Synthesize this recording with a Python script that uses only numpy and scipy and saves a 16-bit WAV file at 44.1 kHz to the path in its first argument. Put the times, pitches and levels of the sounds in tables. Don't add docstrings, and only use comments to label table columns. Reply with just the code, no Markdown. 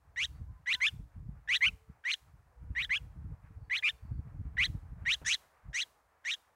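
import sys
import numpy as np
from scipy import signal
from scipy.fft import rfft, irfft, next_fast_len
from scipy.io import wavfile
from scipy.ndimage import uniform_filter1d, map_coordinates

SR = 44100
rng = np.random.default_rng(int(sys.argv[2]) if len(sys.argv) > 2 else 0)


def wav_record(signal):
    frames = np.transpose(np.atleast_2d(signal))
    bounded = np.clip(frames, -1, 1)
    quanta = np.round(bounded * 32767).astype(np.int16)
    wavfile.write(sys.argv[1], SR, quanta)


N = 288855
TIME = np.arange(N) / SR
TOP_HZ = 15750


def undb(db):
    return 10 ** (np.asarray(db) / 20)


def curve(rows):
    return np.interp(TIME, *np.transpose(rows))


def at_pitch(hz, points):
    freq_hz, value = np.transpose(points)
    return np.interp(np.log(np.maximum(hz, 1)), np.log(freq_hz), value)


def colour(x, points):
    size = next_fast_len(len(x))
    gain = undb(at_pitch(np.fft.rfftfreq(size, 1 / SR), points))
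    return irfft(rfft(x, size) * gain, size)[:len(x)]


def noise(points):
    x = colour(rng.standard_normal(N), points)
    return x / np.sqrt(np.mean(x ** 2))


def butter(order, hz, kind):
    return signal.butter(order, hz, kind, fs=SR, output="sos")


def wander(count, rate_hz):
    place = np.arange(count) * rate_hz / SR
    return map_coordinates(rng.standard_normal(count // 4), [place], order=3, mode="wrap")


def add(track, start_s, sound):
    i = max(int(start_s * SR), 0)
    track[i:i + len(sound)] += sound[:N - i]


# time_s, level_db
ROAD_LEVEL = [(0, -74.5), (2.4, -73), (4.4, -70), (5.4, -69), (6.55, -73)]
# freq_hz, gain_db
ROAD_SPECTRUM = [(200, -10.5), (370, -8), (450, -4), (800, 1), (1200, -1.5), (1800, -6.5), (2500, -14.5),
                 (3500, -31), (6000, -36.5)]


def traffic():
    murmur = noise(ROAD_SPECTRUM)
    low = signal.sosfiltfilt(butter(2, 950, "low"), murmur)
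    road = sum(band * undb(2.7 * wander(N, 24)) for band in (low, murmur - low))
    return road * undb(curve(ROAD_LEVEL))


# start_s, length_s, pitch_hz, harmonic1_db, harmonic2_db, harmonic3_db
HORN_BLASTS = [(.48, .12, 512, -88, -72, -88), (.68, .16, 503, -87, -65, -66),
               (1.48, .45, 441, -75, -93, -93), (2.52, .56, 482, -78, -84, -90),
               (3.48, .55, 443, -78, -94, -94), (4.1, .5, 441, -81, -94, -94)]


def horns():
    track = np.zeros(N)
    t = TIME[:SR]
    for start_s, length_s, pitch_hz, *levels_db in HORN_BLASTS:
        phase = 2 * np.pi * np.cumsum(pitch_hz * (1 + .009 * wander(SR, 70))) / SR
        swell = np.clip(np.minimum(t, length_s - t) / .011, 0, 1) * undb(1.9 * wander(SR, 31))
        tone = sum(np.sqrt(2) * undb(db) * np.sin(k * phase) for k, db in enumerate(levels_db, 1))
        add(track, start_s, swell * tone)
    return track


# start_s, length_s, level_db
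INSECT_BUZZES = [(.24, .2, -82), (3.55, .7, -89)]


def insect():
    buzz = noise([(3600, -40), (4350, -14), (4520, 0), (4700, -14), (5500, -40)])
    swell = sum(undb(db) * np.clip(np.minimum(TIME - start_s, start_s + length_s - TIME) / .09, 0, 1)
                for start_s, length_s, db in INSECT_BUZZES)
    return buzz * swell * undb(2 * wander(N, 30))


def knock(start_s=5.215, decay_s=.022):
    since_s = np.maximum(TIME - start_s, 0)
    body = noise([(100, 5.5), (300, -5), (800, -4.5), (2500, -18.5), (5000, -48.5)])
    return undb(-49.5) * body * (since_s > 0) * np.exp(-since_s / decay_s)


# start_s, strength_db
BUFFET_HITS = [(0.409, -33.5), (0.935, -36.5), (0.992, -31.5), (1.158, -36.5), (1.283, -28), (1.682, -41.5),
               (1.891, -37.5), (2.698, -34.5), (3.238, -32.5), (4.044, -36), (4.11, -31), (4.147, -42),
               (4.19, -31), (4.405, -30), (4.449, -36), (4.693, -34.5), (4.741, -27.5), (4.921, -34.5),
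               (5.034, -37.5), (5.683, -43)]


def buffets(delay_s=.0095, width_s=.0018, wake_rise_s=.005, wake_decay_s=.014):
    thuds, wakes = np.zeros(N), np.zeros(N)
    t = TIME[:SR // 10]
    push = (t - delay_s) / width_s
    pulse = (push ** 2 - 1) * np.exp(-push ** 2 / 2)
    wake = np.minimum(t / wake_rise_s, 1) * np.exp(-t / wake_decay_s)
    for start_s, strength_db in BUFFET_HITS:
        add(thuds, start_s, undb(strength_db - 3.5) * pulse)
        add(wakes, start_s, undb(strength_db - 7) * wake)
    return thuds, wakes


# time_s, level_db
BREEZE_LEVEL = [(0, -63.5), (1.8, -65), (2.1, -85), (2.3, -63), (3.7, -66.5), (5.1, -59), (5.45, -78.5),
                (6.55, -84)]
# start_s, length_s, strength_db
WIND_GUSTS = [(0.208, 0.35, -44.5), (0.73, 0.076, -53.5), (0.899, 0.17, -47.5), (1.138, 0.26, -43.5),
              (1.47, 0.038, -51.5), (1.638, 0.1, -45), (1.873, 0.017, -45), (2.261, 0.086, -65),
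              (2.569, 0.36, -46), (2.991, 0.14, -48.5), (3.156, 0.19, -39.5), (3.421, 0.25, -48.5),
              (4.022, 1.08, -43), (5.207, 0.087, -49.5), (5.636, 0.1, -49.5)]


def airflow(rise_s=.021, fall_s=.025, gust_trim_db=-5.5):
    flow = undb(curve(BREEZE_LEVEL))
    for start_s, length_s, strength_db in WIND_GUSTS:
        since_s = TIME - start_s
        release = np.exp(-np.maximum(since_s - length_s + fall_s, 0) / fall_s)
        flow += undb(strength_db + gust_trim_db) * np.clip(since_s / rise_s, 0, 1) * release
    return flow


# freq_hz, gain_db
EDDY_SPECTRUM = [(18, -52.5), (30, -10.5), (40, -2), (52, 4), (70, 3.5), (95, -2), (130, -7.5), (170, -12),
                 (230, -31), (300, -23), (370, -47.5), (440, -33.5), (600, -53), (1000, -91.5)]


def wind(swirl_db=4, swirl_hz=50):
    eddies = noise(EDDY_SPECTRUM)
    eddies /= np.sqrt(uniform_filter1d(eddies ** 2, size=1800))
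    small_eddies = signal.sosfilt(butter(2, 170, "high"), noise(EDDY_SPECTRUM))
    thuds, wakes = buffets()
    flow_db = 20 * np.log10(airflow() + wakes)
    brightness = np.clip((flow_db + 55) / 14, 0, .9)
    rumble = (eddies + brightness * small_eddies) * undb(flow_db + swirl_db * wander(N, swirl_hz))
    return signal.sosfiltfilt(butter(4, 36, "high"), rumble + thuds)


def scatter(song):
    t = TIME[:SR // 2]
    response = 0
    for t60_s, echo_db in [(.02, -18), (.4, -38)]:
        tail = rng.standard_normal(len(t)) * undb(-60 * t / t60_s) * (t > .001)
        response = response + undb(echo_db) * tail / np.linalg.norm(tail)
    return signal.fftconvolve(song, response)[:N]


CREST_ARCH = [(0, .9), (.2, .97), (.4, 1), (.6, .98), (.8, .87), (1, .76)]


def syrinx_pitch(t, leap_s, length_s, open_hz, climb_hz, crest_hz, trill):
    scoop = 1 - .13 * np.exp(-((t - .009) / .0044) ** 2)
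    rising_hz = open_hz * scoop + (climb_hz - open_hz) * np.clip(t / leap_s, 0, 1) ** 2
    crest_fraction = np.clip((t - leap_s) / (length_s - leap_s), 0, 1)
    arch_hz = crest_hz * np.interp(crest_fraction, *np.transpose(CREST_ARCH))
    crack = 1 - .2 * np.exp(-((crest_fraction - .6) / .07) ** 2)
    leapt = np.clip((t - leap_s) / .002, 0, 1)
    return (1 - leapt) * rising_hz * (1 + trill) + leapt * arch_hz * crack


# number, gain_db
THROAT_HARMONICS = [(1, -12), (2, -2), (3, -20), (4, -19), (5, -31.5), (6, -24), (7, -33), (8, -27.5),
                    (9, -39), (10, -36.5), (11, -50), (12, -38)]
# freq_hz, gain_db
TRACT_RESPONSE = [(600, -30), (1000, -13.5), (1400, -9), (1900, 3), (3000, 3), (4100, -2), (4800, -8),
                  (6200, 0), (7500, -8.5), (10000, -8), (12500, -19.5), (15500, -13)]
# freq_hz, gape_share
BEAK_TREBLE = [(2200, 0.007), (4500, 0.51), (6300, 1), (9000, 0.5), (12000, 0.19)]


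def vocal_tract(pitch_hz, gape_db, odd_db):
    phase = 2 * np.pi * np.cumsum(pitch_hz) / SR
    voice = 0
    for k, harmonic_db in THROAT_HARMONICS:
        hz = k * pitch_hz
        tract_db = at_pitch(hz, TRACT_RESPONSE) + gape_db * at_pitch(hz, BEAK_TREBLE)
        gain = undb(harmonic_db + k % 2 * odd_db + tract_db) * (hz < TOP_HZ)
        voice = voice + np.sqrt(2) * gain * np.sin(k * phase)
    breath = colour(rng.standard_normal(len(pitch_hz)), TRACT_RESPONSE)
    treble = signal.sosfiltfilt(butter(2, [5200, 9500], "band"), breath)
    return voice, breath + treble * (undb(gape_db) - 1)


def chirp(leap_s, length_s, open_hz, climb_hz, crest_hz, trill_depth, trill_hz,
          base_db, crest_db, climb_gape_db, crest_gape_db):
    count = SR // 6
    t = TIME[:count]
    depth = trill_depth * np.clip((t / leap_s - .25) / .6, 0, 1) ** 1.3
    trill_phase = 2 * np.pi * trill_hz * (t - leap_s) + wander(count, 90)
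    trill = depth * np.sin(trill_phase)
    throb = undb(11 * depth * np.sin(trill_phase + .8))
    pitch_hz = syrinx_pitch(t, leap_s, length_s, open_hz, climb_hz, crest_hz, trill)

    rasp = undb(2.44 + .0199 * (crest_hz - 2120) + .17 * climb_gape_db)
    hoarse = rasp * np.interp(t, [.4 * leap_s, .85 * leap_s], [.45 * rasp, 1.2])
    onset = np.interp(t, [.010, .018], [1, 0])
    strain = np.clip((crest_hz - 1650) / 400, 0, 1) * np.interp(t, [leap_s, leap_s + .012], [0, 1])
    jitter = .019 * hoarse * wander(count, 1200) + .042 * strain * wander(count, 450)
    jitter += .11 * onset * wander(count, 700)

    gape_db = np.interp(t, [0, .019, .5 * leap_s, leap_s + .02, length_s - .016, length_s],
                        [climb_gape_db - 16.5, climb_gape_db, climb_gape_db,
                         crest_gape_db, crest_gape_db, crest_gape_db - 16.5])
    odd_db = -3.5 * np.clip(2 - 2 * t / leap_s, 0, 1)
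    voice, breath = vocal_tract(pitch_hz * (1 + jitter), gape_db, odd_db)
    voice *= 1 + .13 * hoarse * wander(count, 1300) + .42 * (strain + onset) * wander(count, 550)
    breath *= undb(-24) * rasp * np.interp(t, [.002, .02, leap_s], [0, .65, 1])

    effort_db = np.interp(t, [0, .008, .02, .5 * leap_s, leap_s,
                              length_s - .018, length_s - .008, length_s],
                          [-15, -11, -1, 0, crest_db / 2 - .5,
                           crest_db - 1, crest_db - 13.5, crest_db - 27])
    gate = np.sin(np.pi / 2 * np.clip(np.minimum(t, length_s - t) / .004, 0, 1)) ** 2
    return (voice + breath) * throb * gate * undb(base_db + effort_db)


# start_s, leap_s (after start), length_s, open_hz, climb_hz (before the leap), crest_hz,
# trill_depth_ratio, trill_hz, base_db, crest_db (relative to base), climb_gape_db, crest_gape_db
BULBUL_CALLS = [ (.158, 0.082, .110, 915, 1570, 1948, 0.13, 139.3, -34, -1, 8, 12.5),
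                (0.657, 0.071, 0.11, 931, 1394, 2017, 0.11, 152, -31.5, 5.5, 4, -3.5),
                (0.801, 0.064, 0.1, 989, 1340, 1782, 0.083, 167, -27.5, 0, 5.5, -0.5),
                (1.474, 0.083, .110, 911, 1664, 1990, 0.17, 145, -30, 5.5, 3, -1.5),
                (1.606, 0.056, 0.096, 1000, 1263, 1544, 0.13, 145.5, -24, -3, -3, -4.5),
                (2.037, 0.078, 0.12, 905, 1377, 2090, 0.14, 138, -33, 0, 0, 8.5),
                (2.748, 0.075, 0.12, 898, 1440, 1993, .13, 156, -32, -2, -6, -8),
                (2.891, 0.067, 0.1, 952, 1368, 1690, 0.12, 169.7, -29, -4.5, -3.5, -1),
                (3.696, 0.07, 0.11, 939, 1480, 2040, 0.15, 145.4, -30.5, -2.5, -5.5, -1),
                (3.823, 0.066, 0.093, 1187, 1319, 1882, .15, 137, -28.5, 0, 0, -6),
                (4.567, .073, .110, 931, 1461, 1985, 0.16, 136, -27.5, -1, -4.5, 1),
                (5.049, 0.072, 0.11, 880, 1547, 1955, 0.12, 181.6, -29.5, -0.5, 0.5, 11),
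                (5.245, .086, 0.12, 842, 1604, 2065, 0.12, 150, -34, 3, 26, 8),
                (5.728, .083, 0.12, 904, 1551, 2016, 0.097, 133, -35.5, -.5, 20.5, 8),
                (6.239, 0.073, .120, 875, 1435, 2000, 0.1, 157.6, -36, .5, 13, 10), ]


def bulbul():
    song = np.zeros(N)
    for start_s, *call in BULBUL_CALLS:
        add(song, start_s, chirp(*call))
    return song + scatter(song)


def scene():
    return (bulbul() + wind() + traffic() + horns() + insect() + knock())[None]


def record(dry, hold_s=.027, reference_db=-45):
    treble = signal.sosfilt(butter(4, 4500, "high"), dry[0])
    pole = np.exp(-1 / (hold_s * SR))
    held_power = signal.lfilter([1 - pole], [1, -pole], treble ** 2) + 1e-18
    opening = (held_power / undb(reference_db) ** 2) ** .45
    hiss = noise([(300, -3), (4000, 0), (9000, -1.5), (12000, -4), (15500, -5)])
    sound = dry + hiss * (undb(-85) + undb(-68.5) * opening)
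    return signal.sosfilt(signal.ellip(10, .2, 70, TOP_HZ, fs=SR, output="sos"), sound)


dry = scene()
out = record(dry)
wav_record(out)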